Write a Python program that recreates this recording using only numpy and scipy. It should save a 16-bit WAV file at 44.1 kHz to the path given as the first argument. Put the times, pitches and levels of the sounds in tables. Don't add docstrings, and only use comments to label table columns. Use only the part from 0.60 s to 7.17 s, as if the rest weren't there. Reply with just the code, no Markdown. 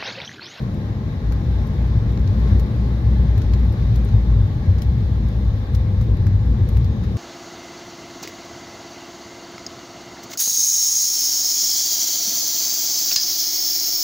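import sys
import numpy as np
from scipy import signal
from scipy.fft import rfft, irfft, next_fast_len
from scipy.io import wavfile
from scipy.ndimage import uniform_filter1d, map_coordinates

SR = 44100
rng = np.random.default_rng(int(sys.argv[2]) if len(sys.argv) > 2 else 0)


def to_wav(sig):
    pcm = np.clip(np.atleast_2d(sig), -1, 1) * 32767
    pcm = np.round(pcm).astype(np.int16)
    wavfile.write(sys.argv[1], SR, pcm.T)


N = 289737


def amp(db):
    return 10 ** (np.asarray(db) / 20)


def unit(x):
    return x / np.sqrt(np.mean(x ** 2) + 1e-20)


def along(points, hz):
    f, v = np.transpose(points)
    return np.interp(np.log(hz + 1), np.log(f + 1), v)


def spectrum(points):
    return lambda hz: amp(along(points, hz))


def curves(rows):
    time_s, *columns = np.transpose(rows)
    return [np.interp(np.arange(N) / SR, time_s, column) for column in columns]


def wobble(rate):
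    knots = rng.standard_normal(int(N * rate / SR) + 4)
    return map_coordinates(knots, [np.arange(N) * rate / SR])


def filtered(x, response):
    m = next_fast_len(N + SR // 2)
    shaped = rfft(x, m) * response(np.fft.rfftfreq(m, 1 / SR))
    return irfft(shaped, m)[..., :N]


# frequency_hz, likeness (1 = identical)
PORT_LIKENESS = [(60, 0.99), (130, 0.99), (250, 0.97), (400, 0.99), (600, 0.75), (900, 0.41), (1400, 0.19),
                 (3000, 0.094), (15000, 0.11)]


def rush(gain, patchy_db):
    z = signal.stft(rng.standard_normal((2, N)), nperseg=512)[2]
    field = rng.standard_normal(z.shape[1:])
    field = uniform_filter1d(field, size=6, axis=0)
    field = uniform_filter1d(field, size=12, axis=1)
    patchy = z * amp(patchy_db * unit(field))
    pair = signal.istft(patchy, nperseg=512)[1][:, :N]

    def mid_side(hz):
        angle = np.arccos(np.clip(along(PORT_LIKENESS, hz), -1, 1)) / 2
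        return gain(hz) * [np.cos(angle), np.sin(angle)]

    mid, side = filtered(pair, mid_side)
    return np.array([mid + side, mid - side]) / np.std(mid)


# frequency_hz, relative_level_db (per Hz)
HISS_SPECTRUM = [(4120, -29), (7000, -1), (7980, -8), (12300, 0), (15100, -2), (16000, -8.5)]
HISS_DB, HISS_GROWS = -68.5, 1.2


def hiss(vent_db, shudder):
    level_db = HISS_DB + HISS_GROWS * (vent_db - vent_db.mean())
    return amp(level_db + .7 * shudder) * rush(spectrum(HISS_SPECTRUM), patchy_db=.5)


# pitch_hz, width_hz, level_db
RECESS_RESONANCES = [(830, 90, -8), (1040, 60, -7), (1640, 80, -8), (3680, 160, -6)]


def recess_lift(f):
    total = 1
    for pitch_hz, width_hz, level_db in RECESS_RESONANCES:
        damping = 1j * f * width_hz
        total = total + amp(level_db) * damping / (pitch_hz ** 2 - f * f + damping)
    return abs(total)


# frequency_hz, relative_level_db (per Hz)
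VENT_SPECTRUM = [(1600, -37), (2700, -8), (3100, -3.5), (3700, -2), (4100, -1), (4400, -5.5), (5500, -9),
                 (6800, -14), (7200, -22.5), (7900, -28), (10300, -54.5), (17400, -120)]


def vents(vent_db, shudder):
    noise = rush(lambda f: spectrum(VENT_SPECTRUM)(f) * recess_lift(f), patchy_db=1.0)
    return amp(vent_db + .29 * shudder) * noise


# frequency_hz, relative_level_db (per Hz)
AIR_SPECTRUM = [(380, -33.5), (650, -1.5), (737, -6.5), (840, -1.5), (970, -9.5), (1090, -4), (1270, -10),
                (1480, -10.5), (1680, -8.5), (2060, -9.5), (2640, -17.5), (2900, -23), (3770, -48),
                (6380, -120)]


def air_rush(air_db, shudder):
    noise = rush(lambda f: spectrum(AIR_SPECTRUM)(f) * recess_lift(f), patchy_db=.94)
    return amp(air_db + .16 * shudder) * noise


# frequency_hz, relative_level_db (per Hz)
RUMBLE_SPECTRUM = [(74, -30.5), (125, -3), (167, -8.5), (204, -6.5), (258, -16), (329, -20), (479, -25.5),
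                   (533, -28), (611, -30), (649, -42.5), (760, -38.5), (990, -62.5), (1670, -120)]


def engine_rumble(rumble_db, shudder):
    return amp(rumble_db + .21 * shudder) * rush(spectrum(RUMBLE_SPECTRUM), patchy_db=.68)


# time_s, rumble_db, air_db, vent_db
FLOW_LEVELS = [(0, -26, -46.5, -55.5), (.42, -27.5, -46.5, -56.5), (.9, -26.5, -45, -54.5),
               (1.65, -26.5, -45.5, -54.5), (1.89, -23.5, -42.5, -51.5), (2.0, -24.5, -45, -54),
               (2.7, -25.5, -45, -54), (3.5, -26, -45, -53.5), (3.75, -27, -46, -55),
               (4.7, -27.5, -48, -55.5), (5.1, -28.5, -46.5, -55.5), (5.6, -28, -47.5, -56.5),
               (6.57, -26, -47.5, -54)]


def flow():
    rumble_db, air_db, vent_db = curves(FLOW_LEVELS)
    shudder = wobble(8)
    upper = hiss(vent_db, shudder) + vents(vent_db, shudder) + air_rush(air_db, shudder)
    return upper + engine_rumble(rumble_db, shudder)


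# pitch_hz, end_pitch_hz, level_db, halfway_level_db, end_level_db
FAN_TONES = [(602, 558, -53.5, -56, -66), (530, 487, -54.5, -45.5, -50), (496, 495, -52, -57, -62),
             (467, 450, -50.5, -51, -50)]
# time_s, share (0-1)
TONE_COURSE = [(0, 0), (4.5, 0), (5.2, .48), (6.0, .85), (6.57, 1)]


def fan_tones():
    course, = curves(TONE_COURSE)
    out = np.zeros(N)
    for pitch_hz, end_pitch_hz, *levels_db in FAN_TONES:
        pitch = pitch_hz + (end_pitch_hz - pitch_hz) * course
        pitch = pitch * (1 + .0012 * wobble(5))
        level_db = np.interp(course, [0, .5, 1], levels_db) + 2.2 * wobble(4)
        out += amp(level_db) * np.sin(2 * np.pi * np.cumsum(pitch) / SR)
    return out


# pitch_hz, start_s, end_s, level_db
WHISTLE_LINES = [(6830, 5.72, 6.15, -71), (6500, 6.25, 6.7, -67), (5500, 6.35, 6.7, -68),
                 (6230, 6.33, 6.5, -69)]


def whistles():
    t, out = np.arange(N) / SR, np.zeros(N)
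    for pitch_hz, start_s, end_s, level_db in WHISTLE_LINES:
        fade = np.clip(np.minimum(t - start_s, end_s - t) / .08, 0, 1)
        pitch = pitch_hz * (1 + .0015 * wobble(40))
        phase = 2 * np.pi * np.cumsum(pitch) / SR
        out += amp(level_db + 4 * wobble(32)) * fade * np.sin(phase)
    return out * amp([[0], [-12]])


# start_s, top_db, middle_db, body_db, t60_s
TRIM_TICKS = [(0.7215, -47, -44, -39.5, 0.046), (1.07, -54.5, -61.5, -58, 0.05),
              (1.5738, -68, -46, -33.5, 0.025), (1.6745, -57, -43, -55, 0.05),
              (1.9946, -43.5, -43.5, -45, 0.057), (2.7778, -47.5, -44.5, -39.5, 0.046),
              (2.817, -52.5, -41.5, -41.5, 0.056), (2.9345, -52.5, -36.5, -34, 0.06),
              (3.3428, -57.5, -59, -51.5, 0.025), (3.357, -46, -41.5, -46.5, 0.042),
              (3.4491, -47, -61, -57, 0.025), (3.4863, -61, -50, -45.5, 0.062),
              (3.738, -62.5, -56.5, -39, 0.022), (4.183, -56, -44.5, -44, 0.081),
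              (4.219, -44, -38.5, -41.5, 0.068), (4.6856, -50, -48, -50, 0.024),
              (5.1357, -56.5, -59, -51.5, 0.1), (5.1468, -47.5, -39.5, -45.5, 0.074),
              (5.4114, -51.5, -48.5, -48, 0.076), (5.6663, -53, -44.5, -37, 0.066),
              (6.088, -48.5, -45.5, -45, 0.055), (6.1313, -60, -60.5, -51.5, 0.043),
              (6.1684, -51.5, -46, -39.5, 0.07), (6.2442, -55, -48, -46, 0.06),
              (6.4365, -59, -49.5, -45, 0.14)]
# frequency_hz, relative_level_db (per Hz)
SNAP_SPECTRUM = [(5000, -35), (7000, -2.5), (9000, -7), (12000, 3), (16000, -3.5)]
# frequency_hz, relative_level_db (per Hz)
MIDDLE_SPECTRUM = [(2000, -41), (2700, -2), (3800, -0.5), (5000, -2.5), (6800, -4.5), (9000, -38)]
# frequency_hz, relative_level_db (per Hz)
BODY_SPECTRUM = [(450, -41), (800, -1), (1500, 1), (2500, -5), (3500, -43)]
TICK_PAN_DB, TICK_PAN_SCATTER_DB = 7.5, 1.8
FAINT_COUNT = 30
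FAINT_DB, FAINT_SCATTER_DB, FAINT_T60_S = [-61.5, -60, -58], 4, .04
TICK_RISE_S, CRACK_T60_S, CRACK_DB = .0012, .013, 1.5
RAGGED_DB = 1.9


def trim_ticks():
    size = SR // 10
    t = np.arange(size) / SR
    shape = np.zeros((3, 2, N + size))
    faint = []
    for _ in range(FAINT_COUNT):
        start_s = rng.uniform(0, N / SR)
        faint.append((start_s, *rng.normal(FAINT_DB, FAINT_SCATTER_DB), FAINT_T60_S))
    for start_s, top_db, middle_db, body_db, t60_s in [*TRIM_TICKS, *faint]:
        pan_db = rng.normal(TICK_PAN_DB, TICK_PAN_SCATTER_DB)
        lasting_s = max(t60_s, .005) * np.array([1, .8, .75])[:, None, None]
        tail = amp(-60 * t / lasting_s)
        crack = amp(CRACK_DB - 60 * t / CRACK_T60_S)
        burst = (tail + crack) * (1 - np.exp(-t / TICK_RISE_S))
        shadow_db = pan_db * np.outer([1, .3, .3], [.5, -.5])
        gain = amp(np.transpose([[top_db, middle_db, body_db]]) + shadow_db)
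        first = round(start_s * SR)
        shape[..., first:first + size] += gain[..., None] * burst
    out = 0
    for part, colour in zip(shape[..., :N], (SNAP_SPECTRUM, MIDDLE_SPECTRUM, BODY_SPECTRUM)):
        ragged = rng.standard_normal((2, N)) * amp(RAGGED_DB * wobble(500))
        out = out + part * unit(filtered(ragged, spectrum(colour)))
    return out


# frequency_hz, relative_level_db (per Hz)
ROLL_SPECTRUM = [(12, -42.5), (20, -15), (47, -1), (75, 0), (116, -3), (170, -20), (220, -38), (370, -120)]
# time_s, level_db
ROLL_LEVELS = [(0, -29), (.55, -27.5), (.7, -22.5), (1.5, -23.5), (2.2, -25.5), (2.8, -21.5), (3.4, -22),
               (3.9, -22), (4.4, -21), (5, -23), (5.6, -18.5), (6.2, -22), (6.57, -23)]


def wheel_roll(roll_db):
    return amp(roll_db) * rush(spectrum(ROLL_SPECTRUM), patchy_db=0.0)


def surges(rows, rise_s, fall_s):
    t = np.arange(0, N / SR + .001, .001)
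    start, length, hz, db = np.transpose(rows)[..., None]
    edge = np.minimum((t - start) / rise_s + .5, (start + length - t) / fall_s + .5)
    swell = np.sin(np.pi / 2 * np.clip(edge, 0, 1)) ** 2
    size = np.max(amp(db) * swell, axis=0) + 1e-4
    pitch = uniform_filter1d(hz[np.argmax(edge, axis=0), 0], size=33)
    return curves(np.transpose([t, pitch, 20 * np.log10(size)]))


def resonance(hz, db, drift_hz, flutter_db, rate):
    phase = 2 * np.pi * np.cumsum(hz + drift_hz * wobble(rate)) / SR
    return amp(db + flutter_db * wobble(rate)) * np.sqrt(2) * np.sin(phase)


# start_s, length_s, pitch_hz, level_db
HULL_THUMPS = [(1.35, .04, 106.1, -16), (1.65, 0.084, 98.2, -14), (1.92, .05, 97.6, -12.5),
               (2.43, 0.061, 101.1, -13), (2.77, 0.031, 100, -12), (3.03, .04, 100.5, -20.5),
               (3.29, 0.081, 112, -16.5), (3.53, .05, 102.9, -11), (3.62, 0.038, 103.2, -19),
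               (3.76, .11, 98.58, -15.5), (4.07, 0.057, 98.76, -12), (4.25, 0.061, 104.2, -18.5),
               (4.41, 0.049, 90.9, -19), (4.94, .04, 95.5, -19), (5.14, .05, 96.47, -17.5),
               (5.63, 0.15, 92.8, -16), (5.99, .06, 94, -15), (6.16, .03, 107, -15.5),
               (6.23, .04, 97.6, -17)]
DRONE_HZ, DRONE_UNDER_DB = 102.75, -3.5


def hull_thumps(roll_db):
    pitch, level_db = surges(HULL_THUMPS, rise_s=.02, fall_s=.03)
    thumps = resonance(pitch, level_db, drift_hz=4.006, flutter_db=.4, rate=30)
    drone = resonance(DRONE_HZ, roll_db + DRONE_UNDER_DB, drift_hz=8.89, flutter_db=2.5, rate=18)
    return thumps + drone


# start_s, length_s, pitch_hz, level_db
HULL_BOOMS = [(0.3, .24, 58.36, -32), (0.63, .08, 56, -15.5), (0.73, .07, 60.5, -18.5),
              (0.85, .19, 61.5, -18.5), (1.08, .05, 60, -24), (1.18, .23, 60, -18), (1.46, 0.11, 59.3, -21),
              (1.59, 0.056, 56.2, -14), (1.76, .3, 59.85, -15.5), (2.17, 0.25, 61.6, -19),
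              (2.45, .2, 61.4, -14.5), (2.69, .08, 59.5, -14), (2.87, .24, 59.6, -15.5),
              (3.17, 0.13, 59.2, -18), (3.35, 0.128, 57.4, -15.5), (3.53, 0.314, 57.36, -14.5),
              (4.09, 0.12, 63.74, -17.5), (4.25, .12, 65.26, -17.5), (4.42, 0.053, 65.7, -18),
              (4.56, 0.16, 59.27, -19), (4.74, .16, 58.8, -18.5), (5.02, .1, 57.7, -24),
              (5.14, 0.091, 59.9, -16.5), (5.38, 0.069, 57.6, -17.5), (5.48, 0.096, 55.96, -18),
              (5.76, 0.045, 56.13, -16), (5.84, 0.14, 57.3, -17.5), (6.02, 0.028, 54.9, -15),
              (6.12, 0.098, 59.55, -14.5), (6.26, 0.057, 61.5, -17), (6.4, 0.096, 63.3, -20)]


def hull_booms():
    pitch, level_db = surges(HULL_BOOMS, rise_s=.07, fall_s=.06)
    return resonance(pitch, level_db, drift_hz=1.2, flutter_db=.8, rate=12)


# frequency_hz, left_over_right_db
PORT_BALANCE = [(60, 2), (200, 2), (330, 0.7), (500, 3), (770, 7), (1170, 6), (1800, 2), (2800, 0),
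                (3600, 3), (4400, -1.5), (5300, -1.5), (6300, 3), (9800, 8.5), (15000, 0.5)]
PORT_LAG_S = .0002


def through_ports(steady):
    side = np.array([[.5], [-.5]])

    def response(f):
        lead = np.exp(2j * np.pi * side * f * PORT_LAG_S)
        return amp(side * along(PORT_BALANCE, f)) * lead

    return filtered(steady, response)


def scene():
    roll_db, = curves(ROLL_LEVELS)
    hull = hull_thumps(roll_db) + hull_booms()
    steady = flow() + fan_tones() + wheel_roll(roll_db) + hull
    return through_ports(steady) + whistles() + trim_ticks()


def record(dry):
    return filtered(dry, lambda hz: (hz < 15850) / np.hypot(1, (38 / (hz + 1)) ** 2.4))


dry = scene()
out = record(dry)
to_wav(out)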